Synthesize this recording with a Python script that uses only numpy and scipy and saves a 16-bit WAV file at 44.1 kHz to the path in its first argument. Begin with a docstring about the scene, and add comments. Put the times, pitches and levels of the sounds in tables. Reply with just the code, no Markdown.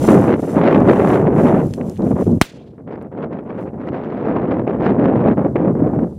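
"""A firecracker fizzes on a wooden rail in a meadow and goes off, a few metres from a camcorder.
Gusty wind, noise in five layers of eddy size, buffets the two microphone ports throughout; it is
heard faintly after the bang and swells back. The fuse and the rustling grass are grainy hiss, sparks
and dry stalks tick in short cracks, and the bang is a set of shock fronts with scattered noise."""
import sys
import numpy as np
from scipy import signal
from scipy.fft import rfft, irfft
from scipy.io import wavfile
from scipy.ndimage import uniform_filter1d

SR = 44100
rng = np.random.default_rng(int(sys.argv[2]) if len(sys.argv) > 2 else 0)


def transcribe(u):
    """Save the signal u as a 16-bit wav file named by the first command-line argument.

    u: samples, shape (n,) or (channels, n), limited to [-1, 1]; the rate is SR.
    q: integer samples, one column per channel.
    """
    v = np.clip(np.atleast_2d(u).T, -1, 1)
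    q = np.round(v * 32767).astype(np.int16)
    wavfile.write(sys.argv[1], SR, q)


N = 272538
T = np.arange(N) / SR  # seconds
F = np.maximum(np.arange(N // 2 + 1) * SR / N, 1.)  # Hz of each frequency bin
BANG_S = 2.4138

# How far the two ports disagree on sounds from the meadow. Each row: frequency in Hz, side gain in dB.
MEADOW_SIDE = [(1500, -17), (4400, -16.5), (8000, 1), (15000, 8)]


def undb(db):
    """Gain of a level in dB."""
    return 10 ** (np.asarray(db) / 20)


def shape(points):
    """Gain per frequency bin from (Hz, dB) points."""
    hz, db = np.transpose(points)
    return undb(np.interp(np.log(F), np.log(hz), db))


def curve(rows):
    """Columns of a table of (s, value, ..) rows, sample by sample."""
    s, *columns = np.transpose(rows)
    return [np.interp(T, s, column) for column in columns]


def walk(rate):
    """Random levels held 1 / rate seconds and slewed twice; spread 1."""
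    hold = int(SR / rate)
    levels = np.repeat(rng.standard_normal(N // hold + 1), hold)
    levels = uniform_filter1d(uniform_filter1d(levels, hold), hold)[:N]
    return levels / levels.std()


def unit(spec, lo_hz, hi_hz):
    """Scale that gives the band lo-hi of a spectrum an rms of 1."""
    inside = (F > lo_hz) & (F < hi_hz)
    return N / np.sqrt(2 * np.sum(np.abs(spec[inside]) ** 2))


def band(x, hz, width_hz):
    """Four-pole band-pass."""
    hi = min(np.sqrt(hz ** 2 + width_hz ** 2 / 4) + width_hz / 2, .45 * SR)
    sos = signal.butter(2, [hz ** 2 / hi, hi], "bandpass", fs=SR, output="sos")
    return signal.sosfilt(sos, x, axis=-1)


def stereo(mid, side):
    """Left and right from what the ports share and how they differ."""
    return np.array([mid + side, mid - side])


def gusts():
    """Heard level and sharpness of the wind; each lull sinks in and ends quickly, each surge is brief."""
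    # Wind as heard, faint after the bang and swelling back. Each row: time in seconds, rumble in dB,
    # sharpness in dB (how far the treble edge stands above the usual colour), before lulls and surges.
    wind_rows = [(0.0, -20.5, -9), (.09, -3.5, 7.5), (.2, -11, 2), (.33, -11, 10), (.38, -17, -0.5),
                 (.53, -17, 1), (.68, -9.5, 14), (.82, -8.5, 1), (.9, -9, 7.5), (1.02, -11, 7),
                 (1.15, -10, 10.5), (1.26, -12, -6.5), (1.34, -12.5, 0), (1.47, -9, 3.5),
                 (1.61, -14.5, 1.5), (1.69, -16, -20), (1.78, -20.5, -10), (1.9, -22, -15.5),
                 (2.05, -17.5, -5.5), (2.21, -12.5, -7), (2.28, -10.5, -25), (2.38, -18.5, -32),
                 (2.44, -40, 7), (2.5, -46.5, 6), (2.56, -34.5, -6), (2.7, -41, -3), (2.82, -36, -3),
                 (2.93, -25, 10.5), (3.06, -31.5, -0.5), (3.23, -23.5, 4), (3.4, -29, 2.5),
                 (3.55, -27.5, 4.5), (3.68, -25.5, 6), (3.8, -27, 3.5), (3.88, -26.5, 8.5),
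                 (4.05, -24.5, 7.5), (4.23, -22.5, 7.5), (4.3, -15.5, 4.5), (4.45, -16.5, 2.5),
                 (4.62, -17, 3.5), (4.75, -13.5, 8), (4.815, -16, 6), (4.86, -15, 9.5), (4.96, -14.5, 2.5),
                 (5.13, -11.5, 1.5), (5.28, -11.5, 2), (5.46, -12.5, -1), (5.6, -15.5, -1.5),
                 (5.69, -11, -5), (5.77, -17.5, -6), (5.83, -13.5, -9), (6.0, -15, -7), (6.08, -25.5, -17),
                 (6.13, -34, -19), (6.18, -36, -34)]
    # Lulls, where the flow lets go of the ports. Each row: deepest point in seconds, onset length in
    # seconds, rumble drop in dB, further treble drop in dB (negative: a rise).
    lull_rows = [(0.069, 0.017, 13.5, 4), (0.373, 0.011, 8, 8), (0.415, 0.014, 22, 4),
                 (0.463, 0.011, 10.5, -6), (.512, .015, 5, 4), (0.614, 0.025, 0, 3.5),
                 (0.969, 0.041, 5, -1), (1.422, 0.0092, 8, -1), (1.765, 0.13, 12, 11),
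                 (1.978, 0.078, 19, 10), (2.098, 0.027, 4.5, 5), (2.142, 0.013, 10, 23),
                 (2.253, 0.023, 31, -6), (2.399, 0.018, 20, -8), (2.72, 0.069, -0.5, 17),
                 (2.767, 0.029, 8, 1), (2.855, 0.046, 6.5, 22), (3.008, 0.078, 2.5, 6.5),
                 (3.107, 0.041, 11, 8.5), (3.298, 0.052, 1.5, 16.5), (3.439, 0.028, 1, 10),
                 (3.648, 0.013, 0.5, 20), (3.726, 0.038, 8, 15), (3.786, 0.078, -2, 11),
                 (3.906, 0.0084, -7, 31), (4.66, 0.1, 6, 9.5), (4.795, 0.097, 7.5, 9.5),
                 (4.971, 0.077, 1, 7), (5.359, 0.033, 17.5, 10.5), (5.435, 0.04, 5, 5.5),
                 (5.545, 0.097, 10.5, 14.5), (5.736, 0.021, 10.5, 8.5), (5.919, 0.057, 7, -3.5),
                 (5.973, 0.01, 0.5, 15)]
    # Brief surges of the flow. Each row: peak in seconds, rise and fall each in seconds, rumble rise
    # in dB, further treble rise in dB (negative: a drop).
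    surge_rows = [(0.574, 0.013, 9.5, -3.5), (.655, 0.029, 0, 0.5), (0.762, 0.0089, -0.5, 5.5),
                  (0.899, 0.027, 4, 1), (1.271, 0.021, 1.5, 11), (1.4, 0.025, 4, 1.5),
                  (1.485, 0.023, -2, 8.5), (1.812, 0.013, -1, 16.5), (2.04, 0.032, 6.5, -11),
                  (2.12, 0.015, 6, -2.5), (2.205, .015, -1.5, 7), (2.785, 0.01, 0, 6.5),
                  (3.014, 0.0061, -1.5, 12), (2.879, 0.0053, -0.5, 6), (2.957, 0.0046, 0.5, 7),
                  (3.185, 0.017, 2, 4.5), (3.236, 0.02, 3, 7), (3.333, .015, -1.5, 5.5),
                  (3.39, 0.028, -0.5, 8), (3.501, 0.028, 5, 4), (3.595, 0.027, 4.5, 5.5),
                  (3.737, 0.0061, 2.5, 9), (3.812, .015, 3, 5.5), (3.888, 0.013, 1.5, 7),
                  (3.95, 0.044, 5.5, 2), (4.045, 0.017, -3.5, 7.5), (4.14, 0.008, -5, 3),
                  (4.37, 0.027, 1, 3.5), (4.525, 0.034, 1, 4.5), (4.599, 0.022, 5.5, 3),
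                  (4.862, 0.049, 0.5, 2.5), (4.906, 0.03, 3.5, 1), (5.055, 0.014, -2.5, 3),
                  (5.168, 0.019, -4.5, 4), (5.27, 0.027, 2.5, -0.5), (5.29, 0.018, 4.5, 1),
                  (5.318, 0.018, 1, 2), (5.46, 0.012, 5.5, -1), (5.208, 0.017, -2, 3.5),
                  (5.565, 0.019, 1.5, 7.5), (5.65, 0.017, 1, 7.5), (5.677, 0.01, 3.5, 3.5),
                  (5.71, 0.014, -1, -1), (5.825, 0.028, 4, -4), (5.87, 0.024, 2.5, 6.5),
                  (5.955, 0.013, 2.5, 4), (5.993, 0.0066, -2, 15), (6.035, 0.017, 4, 4),
                  (6.074, 0.0089, 7, 6), (6.125, 0.014, 3, 5)]
    return_s = 0.015  # the flow grips again this soon after the deepest point
    rumble_db, sharp_db = curve(wind_rows)
    for s, length, drop_db, dull_db in lull_rows:
        depth = np.minimum(1 + (T - s) / length, 1 - (T - s) / return_s)
        depth = np.clip(depth, 0, 1) ** 0.89
        rumble_db = rumble_db - drop_db * depth
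        sharp_db = sharp_db - dull_db * depth
    for s, length, rise_db, bright_db in surge_rows:
        height = np.clip(1 - np.abs(T - s) / length, 0, 1)
        rumble_db = rumble_db + rise_db * height
        sharp_db = sharp_db + bright_db * height
    return rumble_db, sharp_db


def slaps():
    """Strength of the turbulence (a steep front at each slap, then a short wake) and each first push."""
    # Sudden slaps of air. Each row: time in seconds, strength in dB added to a steady buffeting of 0 dB.
    slap_rows = [(.02, 9), (0.042, 9), (0.08, 7), (.176, 5), (.198, 10), (.281, 8), (.339, 10.5), (.432, 7),
                 (.567, 7.5), (0.613, 8), (.747, 7), (.999, 4), (1.022, 8), (1.388, 11), (1.436, 8.5),
                 (1.456, 7), (1.543, 8.5), (1.779, 9), (1.812, 13.5), (1.885, 6.5), (2.007, 9),
                 (2.068, 8.5), (2.11, 13.5), (2.258, 9.5), (2.373, 9), (2.782, 15.5), (2.876, 13),
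                 (3.015, 10.5), (3.331, 7), (3.389, 7), (3.656, 9), (3.874, 10), (4.519, 10), (4.677, 11.5),
                 (4.798, 9), (4.865, 7.5), (4.992, 10), (5.041, 7.5), (5.056, 12), (5.166, 6.5), (5.261, 7),
                 (5.379, 8), (5.557, 16.5), (5.604, 7.5), (5.755, 5.5), (5.99, 7), (6.034, 10)]
    wake_s, push = 0.0039, 1.6  # the push is set against noise of rms 1
    fronts = np.zeros(N)
    for s, db in slap_rows:
        fronts[int(s * SR)] = undb(db)
    wake = signal.lfilter([1], [1, -np.exp(-1 / (wake_s * SR))], fronts)
    kick = uniform_filter1d(-push * (fronts > 0), size=11) * 11  # 11 samples long
    return 1 + wake, kick


def wind():
    """Eddies of uneven size burst on the ports; small eddies come in sharper bunches than large ones."""
    # Usual colour of the buffeting. Each row: frequency in Hz, density in dB per Hz.
    wind_colour = [(15, -60), (25, -29), (137, -2.5), (208, 0), (253, -1), (293, -1.5), (385, -3.5),
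                   (517, -6.5), (748, -13.5), (1420, -27.5), (2050, -35), (5640, -65), (9000, -83.5),
                   (11700, -106), (19800, -120)]
    # How much the two ports differ in wind. Each row: frequency in Hz, side gain in dB.
    port_side = [(60, -47.5), (110, -59), (200, -68), (380, -43), (700, -27), (1290, -15), (2380, -8),
                 (4400, -2), (8120, -1.5), (15000, 9)]
    rumble_db, edge_db = gusts()
    # the middle register follows a share of the sharpness, above and below the usual
    mid_db = np.where(edge_db > 0, 0.37, 0.41) * edge_db
    # the largest eddies follow the gusts sluggishly
    lag_db = uniform_filter1d(rumble_db, int(.12 * SR)) - rumble_db
    # the deep bass rises less than the gust and gains when the wind is dull
    bass_db = lag_db - 0.13 * rumble_db - 0.39 * edge_db
    slap, kick = slaps()
    noise = rng.standard_normal((2, N))  # mid and side
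    bunch, burst = walk(40), np.minimum(walk(700), 1.6)
    colour = shape(wind_colour) * np.array([np.ones(len(F)), shape(port_side)])

    # five layers, from the largest eddies to the smallest
    centres = np.log2([70, 280, 850, 2300, 4600])  # Hz, as octaves
    spikes_db = [.1, 1.8, 3.8, 5.0, 6.5]
    slap_shares = [0.29, 0.25, 0.21, 0.74, 0.6]  # exponents on the slap strength
    layers_db = [bass_db - 2.0,
                 0.84 * bunch + 0.1,
                 0.29 * bunch + mid_db - 0.55,
                 0.51 * bunch + edge_db - 2.0,
                 .7 * bunch + 1.63 * edge_db - 10.0]
    out = 0
    for spike_db, share, db, row in zip(spikes_db, slap_shares, layers_db, np.eye(5)):
        eddies = (noise * undb(spike_db * burst) + kick) * slap ** share
        crossfade = np.interp(np.log2(F), centres, row)
        layer = irfft(rfft(eddies / eddies.std()) * colour * crossfade, N)
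        out = out + undb(db) * layer
    scale = unit(colour[0], 130, 500) / np.sqrt(N)
    out = stereo(*(out * undb(rumble_db - 1.0) * scale))
    # the capsules round off the strongest pushes
    return 1.029 * np.tanh(out)


def hiss(level_db, colour, lo_hz, hi_hz, grain_db):
    """Grainy hiss whose band lo-hi follows a level curve; the ports disagree in the treble."""
    grains = rng.standard_normal((2, N)) * undb(grain_db * walk(400))
    spec = rfft(grains) * shape(colour)
    spec = spec * unit(spec[0], lo_hz, hi_hz)
    spec[1] *= shape(MEADOW_SIDE)
    return stereo(*(irfft(spec, N) * undb(level_db)))


def spurts():
    """Level of the fuse in dB: each spurt rises, holds and dies back to a smoulder."""
    # Spurts of the fuse. Each row: start of the hold in seconds, its length in seconds, level in dB.
    spurt_rows = [(.03, 0.087, -41.5), (0.218, 0.038, -51), (0.406, .04, -55), (0.486, 0.043, -51),
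                  (0.725, 0.062, -60.5), (0.886, 0.16, -55), (1.077, 0.064, -51), (1.39, 0.092, -52.5),
                  (1.57, 0.19, -58), (1.867, 0.08, -58.5), (2.062, 0.037, -56.5), (2.212, 0.025, -54.5),
                  (2.28, 0.08, -62.5)]
    rise_db_s, fall_db_s, smoulder_db = 217, 130.5, -71.5  # dB per second, dB per second, dB
    power = undb(smoulder_db) ** 2
    for s, length, db in spurt_rows:
        fade_db = rise_db_s * np.maximum(s - T, 0) + fall_db_s * np.maximum(T - s - length, 0)
        power = power + undb(db - fade_db) ** 2
    return 10 * np.log10(power)


def fuse():
    """The fuse burns in spurts of grainy hiss until the bang."""
    # Colour of the fizz. Each row: frequency in Hz, density in dB per Hz.
    fizz_colour = [(700, -9.5), (1500, -4), (3000, -4), (4700, -9), (6000, -3), (7700, -4), (8800, -5.5),
                   (10500, -4.5), (13000, -9), (15800, -16)]
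    return hiss(spurts(), fizz_colour, 7800, 17000, grain_db=1.5) * (T < BANG_S)


def ticks():
    """Sparks and dry stalks tick: cracks of an impulse and noise that die within milliseconds."""
    # Each row: time in seconds, peak in dB ahead of the recorder, centre in Hz, width in Hz.
    tick_rows = [(.804, -34, 6000, 5000), (1.6694, -33, 8000, 8000), (1.71, -37, 4000, 2500),
                 (1.738, -17, 1900, 5900), (1.7455, -30, 6000, 6000), (1.897, -23, 7000, 8000),
                 (1.96, -39, 2500, 3000), (1.968, -35, 1500, 2500), (1.9752, -31, 3000, 6000),
                 (2.021, -33.5, 1800, 3500), (2.3161, -38, 5500, 4000), (3.014, -43, 2000, 2000),
                 (3.025, -44, 8000, 9000), (3.202, -54, 9000, 9000), (3.332, -48, 3200, 2000),
                 (3.439, -56, 8000, 10000), (3.872, -47, 4500, 4000), (4.047, -53, 5000, 4000),
                 (5.0424, -41, 4500, 3000), (5.553, -51.5, 7000, 5980)]
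    size, decay_s = 512, 0.0023
    t = T[:size]
    chance = rng.standard_normal((len(tick_rows), 2, size))
    out = np.zeros((2, N + size))
    for (s, db, hz, width_hz), noise in zip(tick_rows, chance):
        snap = stereo(noise[0], .5 * noise[1]) + 10.0 * (t == 0)
        crack = band(snap * np.exp(-t / decay_s), hz, width_hz)
        start = int(s * SR)
        out[:, start:start + size] += undb(db) * crack / np.abs(crack).max()
    return out[:, :N]


def bang():
    """Shock fronts with their suction phase, then sound scattered back from near and far."""
    # Paths of the shock, inverted by the microphone. Each row: delay in seconds, strength in dB,
    # rise in seconds, length of the push in seconds.
    path_rows = [(0, 29, .00002, 0.00025), (.0005, 28, .00003, 0.00066), (.0023, 10, .00005, .00012),
                 (.0033, 4, .0003, 0.0039)]
    # Scatter from rail, ground and banks. 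Each row: start after the bang in seconds, time to fall
    # by 60 dB in seconds, gain in dB on band-passed noise, centre in Hz, width in Hz.
    scatter_rows = [(0, 0.032, 1.5, 2600, 2600), (0, 0.033, -10.5, 8120, 5000), (0, .03, -12.5, 5410, 1500),
                    (.04, .03, -32, 2490, 4040), (.003, 0.15, -32, 9000, 11000),
                    (.005, 0.08, -13.5, 1105, 900), (0.012, 0.025, -11, 3114, 1500),
                    (0.017, 0.028, -23, 2756, 2460), (.02, 0.42, -40, 5030, 3960),
                    (.025, 0.14, -32.5, 1493, 2500), (.02, 0.51, -34, 2380, 2600),
                    (.09, .05, -32, 1500, 1200), (.11, .1, -48, 2800, 3000), (.165, 0.2, -38, 2900, 1000),
                    (.2, 0.079, -39, 3000, 2200), (0.24, 0.22, -49, 2500, 2800),
                    (.325, .06, -54, 3000, 2500)]
    # Left port against right. Each row: frequency in Hz, difference in dB.
    left_db = [(100, -2.1), (2000, -1.5), (4000, -1.5), (8000, -2.5), (13000, -2)]
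    out = np.zeros((2, N))
    for delay, db, rise, push in path_rows:
        t = np.maximum(T - BANG_S - delay, 0)
        out -= undb(db) * np.minimum(t / rise, 1) * (1 - t / push) * np.exp(-1.4 * t / push)
    # distant ground scatters in patches
    patchy_db = 2.6 * walk(110) * np.clip((T - BANG_S) / .04, 0, 1)
    for start, t60, db, hz, width_hz in scatter_rows:
        t = T - BANG_S - start
        mid, side = band(rng.standard_normal((2, N)), hz, width_hz)
        side = irfft(rfft(side) * shape(MEADOW_SIDE), N)
        fall = undb(db + patchy_db - 60 * np.abs(t) / t60)
        swell = np.clip(t / (.08 * start + .0003), 0, 1)  # later echoes swell in more slowly
        out += fall * swell * stereo(mid, .5 * side)
    # half of the difference goes to each port
    return irfft(rfft(out) * shape(left_db) ** np.array([[.5], [-.5]]), N)


def grass():
    """Grass rustles after the bang, a grainy treble hiss."""
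    # Rustle. Each row: time in seconds, level in dB.
    rustle_rows = [(2.4, -82), (3.2, -83), (3.55, -81.5), (3.62, -65.5), (3.69, -79.5), (4.3, -80.5),
                   (4.8, -73), (5.4, -72), (5.52, -69.5), (5.6, -72.5), (5.72, -69.5), (6.18, -69)]
    # Colour of the rustle. Each row: frequency in Hz, density in dB per Hz.
    rustle_colour = [(2000, -3), (4000, -3), (8000, -1.5), (12000, -4), (15800, -14)]
    level_db = curve(rustle_rows)[0]
    return hiss(level_db, rustle_colour, 6500, 13000, grain_db=1.5) * (T > BANG_S)


def scene():
    """The fuse burns in the wind until the bang; grass rustles in the gusts after it."""
    return wind() + fuse() + ticks() + bang() + grass()


def record(dry):
    """The input clips near full scale; the deepest bass and the treble droop, and the top is cut."""
    clipped = np.clip(dry, -.97, .97)
    drooped = signal.lfilter([.76], [1, -.24], clipped)
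    bass_cut = signal.butter(1, 28, "highpass", fs=SR, output="sos")
    top_cut = signal.ellip(8, .2, 60, 15750, fs=SR, output="sos")  # low-pass, edge in Hz
    return signal.sosfilt(top_cut, signal.sosfilt(bass_cut, drooped))


dry = scene()
out = record(dry)
transcribe(out)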